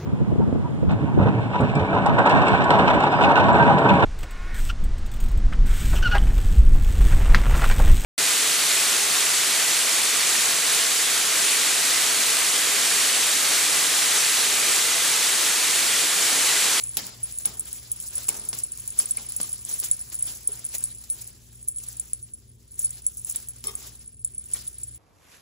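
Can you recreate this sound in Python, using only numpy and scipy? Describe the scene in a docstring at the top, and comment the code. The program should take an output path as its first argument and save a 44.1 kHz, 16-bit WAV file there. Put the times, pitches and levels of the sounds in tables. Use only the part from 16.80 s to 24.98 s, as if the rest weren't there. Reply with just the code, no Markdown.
"""A tiled room, a phone's stereo microphone close to a wand toy, the right port facing it.
From the start the toy is flicked up and down: a pellet strikes the shell of a tiny bell, foil tinsel
swishes and crackles, beads click, and the toy slaps floor or table leg, ringing the metal frame.
After 4 s the play thins out; near 6 s it picks up, with two last slaps at 6.8 and 7.7 s.
Behind it all a motor hums and throbs over the room's rumble."""
import sys
import numpy as np
from scipy import signal
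from scipy.fft import rfft, irfft, next_fast_len
from scipy.io import wavfile
from scipy.ndimage import uniform_filter1d, map_coordinates

SR = 44100
rng = np.random.default_rng(int(sys.argv[2]) if len(sys.argv) > 2 else 0)


def file_out(sig):
    """Save sig as 16-bit WAV at sys.argv[1]."""
    # one column per channel
    cols = np.atleast_2d(sig).T
    # limit, then scale
    lim = np.clip(cols, -1, 1)
    pcm = np.round(lim * 32767).astype(np.int16)
    wavfile.write(sys.argv[1], SR, pcm)


N = 360738
T, FFT_SIZE = np.arange(N) / SR, next_fast_len(N)

# the clearer strikes of the pellet: start_s, ring_db, tick_db, t60_s
PELLET_STRIKES = [(0.0379, -16, -31, 0.034), (0.0917, -22, -45, 0.053), (0.1697, -20, -10, 0.041),
                  (0.174, -19, -24, 0.03), (0.2667, -22, -24, 0.015), (0.43, -19, -35, 0.037),
                  (0.4345, -15.5, -35, 0.053), (0.5855, -13.5, -27, 0.015), (0.6554, -4, -14, 0.022),
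                  (0.7947, -10, -25, 0.024), (0.8061, -19, -41, 0.025), (0.9286, -17, -26.5, 0.015),
                  (1.1159, -10, -19, 0.034), (1.2006, -20.5, -43, 0.029), (1.2664, -29, -42, 0.02),
                  (1.2775, -29.5, -43, 0.06), (1.2834, -26, -42, 0.026), (1.307, -27, -60, 0.016),
                  (1.3538, -17, -27, 0.041), (1.3606, -19, -35, 0.049), (1.3798, -16, -38, 0.029),
                  (1.483, -25, -17, 0.08), (1.4891, -4.5, -16, 0.027), (1.5259, -23, -42, 0.038),
                  (1.6879, -18.5, -26, 0.052), (1.7291, -33, -36, 0.08), (1.7486, -30, -27, 0.069),
                  (1.7873, -13, -25.5, 0.03), (1.8344, -17.5, -42, 0.048), (1.8473, -22, -45, 0.016),
                  (1.919, -17, -34, 0.04), (1.9741, -24, -36.5, 0.026), (1.9972, -29.5, -43, 0.047),
                  (2.0762, -17, -27, 0.023), (2.1032, -21.5, -41, 0.03), (2.123, -30, -44, 0.016),
                  (2.1821, -18, -35, 0.02), (2.1889, -6.5, -18, 0.04), (2.2567, -15, -38, 0.024),
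                  (2.309, -7, -34, 0.034), (2.3706, -17, -28, 0.027), (2.488, -24.5, -37, 0.027),
                  (2.4965, -22.5, -27, 0.048), (2.5208, -20.5, -34, 0.029), (2.5365, -31, -40, 0.039),
                  (2.5634, -12, -22, 0.053), (2.613, -20, -37, 0.035), (2.6302, -23, -38, 0.056),
                  (2.7283, -17, -39, 0.045), (2.7441, -23, -39, 0.015), (2.8502, -19, -44, 0.02),
                  (2.9146, -31, -51, 0.015), (2.9193, -29, -51, 0.08), (2.9344, -25.5, -45, 0.065),
                  (2.9992, -7.5, -15.5, 0.015), (3.1125, -11, -33, 0.065), (3.2113, -22, -52.5, 0.046),
                  (3.2242, -21, -44, 0.015), (3.3438, -15, -25, 0.02), (3.3521, -19, -39, 0.02),
                  (3.3895, -24, -30.5, 0.015), (3.424, -24, -30, 0.048), (3.4595, -22, -41, 0.072),
                  (3.4691, -29, -26, 0.018), (3.4892, -24, -29, 0.015), (3.4938, -21.5, -39, 0.08),
                  (3.6733, -11, -19.5, 0.038), (3.7187, -22.5, -45, 0.069), (3.8502, -17, -36, 0.034),
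                  (3.8631, -21, -31, 0.016), (3.9278, -27, -45, 0.029), (3.9436, -37, -26, 0.08),
                  (3.9502, -28, -29, 0.015), (3.9818, -18, -24, 0.042), (4.039, -12.5, -25, 0.041),
                  (4.1487, -26, -48, 0.015), (4.2999, -11, -27, 0.075), (4.4755, -20, -31, 0.017),
                  (4.8772, -20, -34.5, 0.071), (4.8841, -10.5, -23, 0.023), (4.9084, -30, -54, 0.04),
                  (4.9601, -23, -46, 0.065), (4.9755, -23.5, -38, 0.08), (4.9838, -18, -35, 0.037),
                  (5.0846, -21.5, -42, 0.021), (5.1691, -29.5, -37, 0.023), (5.197, -15.5, -30.5, 0.03),
                  (5.3325, -18, -35, 0.023), (5.4273, -27, -51, 0.051), (5.5357, -30.5, -48, 0.067),
                  (5.9921, -16, -24, 0.055), (6.0275, -17, -36, 0.08), (6.0465, -15, -32, 0.064),
                  (6.1059, -20.5, -48, 0.019), (6.2649, -14, -22, 0.037), (6.3707, -21, -35, 0.049),
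                  (6.3949, -24.5, -49, 0.014), (6.4979, -14.5, -29, 0.015), (6.5104, -19, -36, 0.017),
                  (6.5592, -10, -21, 0.022), (6.6857, -19, -24, 0.051), (6.8408, -30, -28, 0.08),
                  (6.8698, -22, -45, 0.11), (6.9522, -18.5, -42, 0.015), (7.2764, -30, -58, 0.038),
                  (7.4466, -12, -28.5, 0.031), (7.4743, -31, -51, 0.036), (7.5472, -24, -49, 0.038),
                  (7.5795, -19, -50, 0.062), (7.6407, -27, -46, 0.015), (7.7143, -27, -42, 0.02),
                  (7.7228, -44, -42, 0.015), (7.7346, -9, -29, 0.03), (7.8758, -18.5, -35, 0.048),
                  (7.9834, -28, -43, 0.031), (8.0335, -19.5, -35, 0.044), (8.057, -32, -58, 0.015),
                  (8.1583, -43, -38, 0.049)]
# modes of the bell's shell: pitch_hz, level_db, t60_ratio, scatter_db (from strike to strike)
SHELL_MODES = [(9166, 1, 1.07, 1), (9090, -12, 1.1, 3), (10000, -21, 1.3, 0), (7275, -10.5, 0.22, 4.5),
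               (8620, -13, 0.43, 1.5), (8040, -11, 0.21, 4), (9730, -12.5, 0.31, 4.5)]
# how hard the wand is shaken, heard in tinsel and pellet: time_s, rustle_db, rolling_db
SHAKING = [(0, -51, -31), (.25, -51, -37), (.4, -64, -55), (.5, -52, -33.5), (.8, -55.5, -38),
           (1.1, -55, -41), (1.5, -53.5, -34), (2.0, -57.5, -44), (2.4, -48.5, -39.5), (2.8, -57, -38.5),
           (3.0, -67, -28.5), (3.25, -65, -47), (3.4, -65, -29.5), (3.6, -57, -44), (4.05, -50.5, -31.5),
           (4.25, -83.5, -48), (4.45, -52, -38), (4.6, -63.5, -62), (4.9, -68, -37), (5.25, -67, -43.5),
           (5.5, -67, -50), (5.82, -68, -67.5), (5.9, -63, -39.5), (6.05, -59, -37), (6.3, -80, -46),
           (6.48, -55, -33.5), (6.7, -59, -43), (6.9, -59, -45.5), (7.35, -73.5, -46.5), (7.7, -62, -39),
           (7.84, -55.5, -41), (8.18, -66, -42)]
# whips of the tinsel: peak_s, level_db, swell_s, fade_s (each per 20 dB), crisp_offset_db
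TINSEL_WHIPS = [(.01, -48.5, 9, 0.08, 8.5), (0.513, -47.5, 0.2, -0.23, 6.5), (.599, -49, 0, 0.06, 8),
                (.873, -45.5, 0.05, 0.27, 1), (1.272, -53, 0.2, -0.1, 12), (1.374, -42.5, 0.15, 0.28, 3),
                (2.078, -49, 0.3, 0.3, 4), (2.199, -38, 0.04, 0.12, 7), (2.63, -41.5, .06, 0.23, 3.5),
                (2.9, -40.5, 0.07, 0.18, 5), (3.033, -38, 0.02, 0.15, 4.5), (3.205, -50.5, 0.7, 0.44, 4),
                (3.319, -44, -0.07, 0.1, 3), (3.48, -39, 0.08, 0.15, 1), (3.75, -50, 0.23, 1.3, 2.5),
                (3.952, -33, 0.0247, 0.03, 5), (4.238, -51.5, 0, 0.03, 8), (4.425, -46.5, 0.16, 0.02, 3.5),
                (4.719, -59, -0.3, 0.3, 5.5), (5.046, -50, 0.12, 0.45, 5), (5.335, -63, 0.6, 0.25, 8.5),
                (5.996, -52, 0.08, 0.33, 9.5), (6.124, -54.5, 0, .5, -9), (6.271, -63.5, 0.4, 0.9, 10),
                (6.5, -49.5, 0.09, 0.17, 8.5), (6.546, -41, -0.02, 0.1, 0), (7.051, -44, 0.12, 0.1647, 0.5),
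                (7.2, -54.5, 0, 0.16, 0.5), (7.45, -64, 0, 17, -10), (7.765, -41.5, 0.0833, 0.1, 3.5)]
# spectrum of the tinsel's duller swish: frequency_hz, density_db
SWISH_SPECTRUM = [(130, -2.5), (260, -3), (500, -5.5), (1000, -7), (1800, -6.5), (3000, -4.5), (5400, 0.5),
                  (6200, -3.5), (7500, 1), (9000, -42)]
# spectrum of the tinsel's crisp top: frequency_hz, density_db
CRISP_SPECTRUM = [(5000, -8.5), (6500, 3), (8000, 4.5), (10500, 4), (13000, -0.5), (15600, 2.5),
                  (15850, -40)]
# the toy hits floor or table leg and jolts the tinsel:
# start_s, crack_db, thud_db, thud_t60_s, frame_db, jolt_db, jolt_fade_s, crisp_offset_db
TOY_SLAPS = [(.170, -22.5, -46.5, 0.83, -68, -32, 0.23, -9), (.652, -34, -44.5, 0.6, -57, -40, 0.21, 0),
             (1.484, -50, -42.5, 0.88, -51.5, -38, 0.23, -0.5),
             (1.73, -32, -53, 0.16, -61, -36.5, 0.14, 1.5), (2.2, -31, -51, 0.19, -58, -55, 0.5, 0),
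             (2.374, -45, -51, 0.54, -68, -46, 0.4, -8), (2.601, -41, -34, 0.04, -54, -38.5, 0.06, 5.5),
             (3.688, -70, -53, 0.41, -64, -57, -0.14, 4), (6.84, -38.5, -50, 1, -44.5, -44.5, 0.19, 8),
             (7.745, -44.5, -57, 0.23, -61, -66, 9, 0)]
# hollow resonances of a slap: pitch_hz, width_hz, level_db
THUD_MODES = [(217, 104, 8.5), (413, 120, 5), (756, 380, 3), (1190, 69, -1.5)]
# modes of the metal table frame: pitch_hz, level_db, t60_s
FRAME_MODES = [(393, -6, 0.7), (446, -9, 0.55), (870, -20, 0.66), (1100, -12, 0.71), (1160, -11, 0.6),
               (1230, -9, 0.6), (2060, -6, 0.3), (2190, -4, 0.29), (2482, -4, 0.23), (3240, -1.5, 0.34),
               (3660, -2, 0.33), (4280, -15, .25), (5320, -1, 0.18), (5420, 9.5, 0.19), (5540, 0, 0.17)]
# hard bead clacks and hollow bumps: start_s, pitch_hz, level_db, t60_s
SMALL_KNOCKS = [(0.654, 2300, -43, 0.099), (1.485, 2340, -32.5, 0.065), (1.729, 2150, -40, 0.033),
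                (2.375, 2350, -35.5, 0.058), (2.601, 192, -39, 0.061), (3.472, 336, -43, 0.05),
                (3.69, 447, -44.5, 0.17), (7.745, 1870, -46, .12), (7.762, 3190, -42, 0.086)]
# beads hitting each other: start_s, level_db
BEAD_CLICKS = [(0.4239, -39), (0.6559, -24), (1.1169, -32.5), (1.4866, -40), (1.6876, -43), (2.3082, -35.5),
               (2.5634, -44), (3, -30), (3.1134, -32.5), (3.6745, -42), (4.0405, -41), (4.2997, -32.5),
               (4.884, -44), (4.9834, -40), (5.196, -39), (5.3326, -37), (5.9045, -50), (6.2667, -41),
               (6.686, -43), (7.447, -43), (7.7214, -37), (7.875, -33), (8.0331, -48)]
# tones of the motor: pitch_hz, rms_db, throb_depth (0-1)
MOTOR_TONES = [(58.7, -57, 0.06), (117.4, -57, 0.52), (233.5, -69, 0.03)]
# spectrum of the room tone: frequency_hz, density_db
ROOM_SPECTRUM = [(15, -52), (30, 0.5), (97, 2.5), (180, -7.5), (237, -14), (401, -13.5), (528, -24.5),
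                 (1070, -42), (3310, -45), (6000, -45), (7800, -47), (13200, -120)]

RING_T60_S, RING_SCATTER, STRIKE_RISE_S = 0.044, 0.21, 0.00043
THROB_HZ, THROB_PEAK_S = 3.0, 5.75
ROOM_DB, FLOOR_ECHO_DB, WALL_ECHO_DB, ECHO_T60_S = -55, -11, -30, 0.078
PORT_LAG_S, TREBLE_HZ, ANTIPHASE_HZ = 10.1 / SR, 6300, 9100
SIDE = np.array([[1], [-1]])  # opposite signs at the left and right ports


def bell():
    """Each pellet strike ticks and rings the shell's modes; rolling gives many small strikes."""
    hz, db, t60_ratio, scatter_db = np.transpose(SHELL_MODES)[:, :, None]
    shake_s, _, rolling_db = np.transpose(SHAKING)
    when, force = rng.random((1100, 2)).T
    roll_s = when * N / SR
    roll_db = np.interp(roll_s, shake_s, rolling_db) + np.minimum(-3 * np.log(1 - force), 5)
    strikes = list(PELLET_STRIKES) + [(s, v, v - 21, RING_T60_S) for s, v in zip(roll_s, roll_db)]
    tick = 0.62 * np.exp(-T[:600] / 0.00034) + 0.35 * np.exp(-T[:600] / 0.004)
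    tick *= 1 - np.exp(-T[:600] / STRIKE_RISE_S)
    ring, ticks, snaps = np.zeros((3, N))
    for s, ring_db, tick_db, t60 in strikes:
        louder, detune, phase, longer = rng.standard_normal((4, len(SHELL_MODES), 1))
        t60 = np.clip(t60 * np.exp(RING_SCATTER * longer[0, 0]), .01, .1)
        t = T[:int(t60 * SR)]
        mode_t60 = np.where(t60_ratio > .5, t60, RING_T60_S) * t60_ratio  # damped modes always die alike
        envelope = decay(t, mode_t60) * (1 - np.exp(-(t / STRIKE_RISE_S) ** 2))
        # the swinging shell shifts its pitch a little from blow to blow
        tones = np.sin(2 * np.pi * hz * (1 + 0.0021 * detune) * t + 1.44 * phase)
        modes = undb(db + scatter_db * np.clip(louder, -2, 1)) * envelope * tones
        add(ring, s, undb(ring_db) * modes.sum(axis=0))
        add(ticks, s, undb(tick_db) * tick)
        add(snaps, s + STRIKE_RISE_S, undb([tick_db + 10]))  # the first contact
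    ring *= undb(2.44 * walk(250))  # the pellet chatters on the ringing wall
    ring = filtered(ring, 4, 5500, "high")  # the ring carries no bass
    return ring + undb(5.5) * filtered(snaps + ticks * rng.standard_normal(N), 5, [6800, 15600], "band")


def tinsel():
    """Foil strips rub and crease as they whip about: returns a crisp crackle and a duller swish."""
    shake_s, rustle_db, _ = np.transpose(SHAKING)
    swish_power = undb(np.interp(T, shake_s, rustle_db)) ** 2
    crisp_power = swish_power * undb(1) ** 2
    jolts = [(s, db, .0005, fade_s, crisp_db) for s, *_, db, fade_s, crisp_db in TOY_SLAPS]
    for s, db, swell_s, fade_s, crisp_db in TINSEL_WHIPS + jolts:
        swell_s, fade_s = max(swell_s, 1 / SR), max(fade_s, .02)
        start = max(s - 2 * swell_s, 0)
        t = T[int(start * SR):int((s + 2 * fade_s) * SR)]
        whip = undb(db - 20 * np.where(t < s, (s - t) / swell_s, (t - s) / fade_s)) ** 2
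        add(swish_power, start, whip)
        add(crisp_power, start, whip * undb(crisp_db) ** 2)
    flutter, flicker = undb(1.1 * walk(40)), undb(3.04 * walk(120))
    crisp = np.array([colour(crackle(1200, 4.4, bed=1.0), CRISP_SPECTRUM) for _ in range(2)])
    foil = [colour(crackle(2500, 3.1, bed=1.23), SWISH_SPECTRUM) for _ in range(2)]
    swish = crinkle(spread(*foil, alike=0.34))
    return np.sqrt(crisp_power) * flutter * flicker * crisp, np.sqrt(swish_power) * flutter * swish


def crackle(rate_hz, scatter_db, bed):
    """Sparse creases of uneven size over a bed of noise."""
    chance, polarity, size = rng.random((3, N))
    click_db = np.minimum(-scatter_db * np.log(1 - size), 10)
    clicks = (chance < rate_hz / SR) * np.sign(polarity - .5) * undb(click_db)
    return unit(clicks) + bed * rng.standard_normal(N)


def crinkle(x, patch_s=.018, patch_octaves=0.2996, depth_db=3):
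    """Each strip sounds in its own narrow range for a moment: levels wander in pitch and time."""
    f, t, spectrum = signal.stft(x, SR, nperseg=256)
    grid = np.meshgrid(np.log2(f / 100 + 1) / patch_octaves, t / patch_s, indexing="ij")
    gain_db = depth_db * map_coordinates(rng.standard_normal((60, 1000)), grid, order=1, mode="wrap")
    y = signal.istft(spectrum * undb(gain_db), SR)[1][..., :N]
    return y * np.sqrt(np.mean(x ** 2) / np.mean(y ** 2))


def slaps():
    """The toy lands: a crack of foil, a hollow thud that dies as noise, and the table frame's ring."""
    crack, thud, ring, t = np.zeros(N), np.zeros(N), np.zeros((2, N)), T[:14000]
    hz, db, t60 = np.transpose(FRAME_MODES)[:, :, None]
    envelope = decay(t, np.clip(t60, .05, .5)) * (1 - np.exp(-t / 0.002))
    modes = undb(db) * envelope * np.sin(2 * np.pi * hz * t)
    right_gain = np.where(hz > 2000, -.3, 1)  # short waves from the long tubes differ between the ports
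    for s, crack_db, thud_db, thud_t60, frame_db, *_ in TOY_SLAPS:
        add(ring[0], s, undb(frame_db) * modes.sum(axis=0))
        add(ring[1], s, undb(frame_db) * (right_gain * modes).sum(axis=0))
        add(crack, s, undb(crack_db) * (np.exp(-t / 0.0065) + undb(4) * np.exp(-t / .0005)))
        add(thud, s, undb(thud_db) * decay(t, thud_t60))
    f = np.fft.rfftfreq(FFT_SIZE, 1 / SR)
    hollow = sum(undb(db) / (1 + 2j * (f - hz) / width) for hz, width, db in THUD_MODES)
    crack_spectrum = [(400, -19), (1000, 5), (2500, 3), (5500, 15), (9000, 4), (15000, -7)]
    burst = [colour(rng.standard_normal(N), crack_spectrum) for _ in range(2)]
    body = [unit(irfft(rfft(rng.standard_normal(FFT_SIZE)) * hollow, FFT_SIZE)[:N]) for _ in range(2)]
    buzz = undb(4.9 * walk(90))  # loose joints in the frame
    return crack * spread(*burst, alike=0.33) + thud * spread(*body, alike=0.45) + ring * buzz


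def knocks():
    """Each clack or bump rings two tight clusters of modes, rough and dying fast."""
    out, t = np.zeros(N), T[:9000]
    for s, hz, db, t60 in SMALL_KNOCKS:
        detune, phase = rng.standard_normal((2, 2, 4, 1))
        mode_hz = hz * np.array([1, 1.2])[:, None, None] * (1 + .05 * detune)
        lower, upper = np.sin(2 * np.pi * (mode_hz * t + phase)).sum(axis=1) / 2
        envelope = decay(t, t60) * (1 - np.exp(-t / 0.0011))
        add(out, s, undb(db) * (lower + undb(-5) * upper) * envelope)
    return out


def beads():
    """Beads collide in dry, hard clicks in the upper middle, each a little different."""
    out, t = np.zeros(N), T[:300]
    for s, db in BEAD_CLICKS:
        add(out, s, undb(db) * rng.standard_normal(len(t)) * np.exp(-t / 0.0012))
    return undb(2.5) * filtered(out, 2, [3300, 6500], "band")


def motor():
    """A motor hums in the background; its low tones waver and throb."""
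    throb = np.cos(2 * np.pi * THROB_HZ * (T - THROB_PEAK_S))
    hum = np.zeros(N)
    for hz, db, depth in MOTOR_TONES:
        waver = rng.random() + 0.046 * walk(2.39)
        level = np.sqrt(2) * undb(db + walk(2.37)) * (1 + depth * throb)
        hum += level * np.sin(2 * np.pi * (hz * T + waver))
    return hum


def room_tone():
    """The room's nearly steady rumble and faint hiss."""
    air = [colour(rng.standard_normal(N), ROOM_SPECTRUM) for _ in range(2)]
    return undb(ROOM_DB + 0.18 * walk(2.99)) * spread(*air, alike=0.51)


def reflections(x):
    """A short wash of echoes from tiles and walls."""
    t = T[200:16000]
    tail = rng.standard_normal(len(t)) * decay(t, ECHO_T60_S)
    return signal.fftconvolve(x, np.r_[np.zeros(200), tail / np.sqrt(np.sum(tail ** 2))])[:N]


def ports(x):
    """The right port faces the toy; treble reaches the left later, out of phase at the bell's pitch."""
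    f = np.fft.rfftfreq(FFT_SIZE, 1 / SR)
    turn = np.where(f > TREBLE_HZ, -np.exp(-2j * np.pi * (f - ANTIPHASE_HZ) * PORT_LAG_S), 1)
    return np.array([irfft(rfft(x, FFT_SIZE) * turn, FFT_SIZE)[:N], x])


def spread(mid, side, alike):
    """Mid and side to left and right; long waves reach both ports alike."""
    return np.sqrt((1 + alike) / 2) * mid + np.sqrt((1 - alike) / 2) * filtered(side, 1, 120, "high") * SIDE


def colour(x, points):
    """Shape by (frequency_hz, level_db) points; rms 1."""
    hz, db = np.transpose(points)
    f = np.fft.rfftfreq(FFT_SIZE, 1 / SR) + 1
    gain = undb(np.interp(np.log(f), np.log(hz), db, left=-60, right=-60))
    return unit(irfft(rfft(x, FFT_SIZE) * gain, FFT_SIZE)[:N])


def walk(rate_hz):
    """Random levels held 1 / rate_hz s and smoothed twice; spread near 1."""
    hold = int(SR / rate_hz)
    steps = np.repeat(rng.standard_normal(N // hold + 1), hold)
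    return 1.62 * uniform_filter1d(uniform_filter1d(steps, hold), hold)[:N]


def add(out, start_s, sound):
    i = int(start_s * SR)
    out[i:i + len(sound)] += sound[:len(out) - i]


def filtered(x, order, hz, kind):
    return signal.sosfilt(signal.butter(order, hz, kind, fs=SR, output="sos"), x)


def decay(t, t60):
    return np.exp(-np.log(1000) * t / t60)


def undb(db):
    return 10 ** (np.asarray(db) / 20)


def unit(x):
    return x / np.sqrt(np.mean(x ** 2))


def scene():
    """The toy close up, motor and room behind it, as the two ports hear them."""
    (crisp, crisp_side), swish = tinsel()
    bright = bell() + crisp
    duller = swish + slaps() + knocks() + beads() + motor() + room_tone()
    duller *= undb([[1], [-1]])  # the left port is a little more sensitive below the treble
    # floor echoes come from the toy's side; the wider room meets both ports together
    near = ports(bright + undb(FLOOR_ECHO_DB) * reflections(bright))
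    walls = undb(WALL_ECHO_DB) * reflections(bright)
    return near + walls + duller + undb(-14) * crisp_side * SIDE


def record(dry):
    """The microphone drops the deepest bass, rounds the loudest peaks and cuts the top steeply."""
    rounded = 1.1 * np.tanh(filtered(dry, 3, 45, "high") / 1.1)
    return signal.sosfilt(signal.ellip(10, .2, 80, 16900, fs=SR, output="sos"), rounded)


dry = scene()
out = record(dry)
file_out(out)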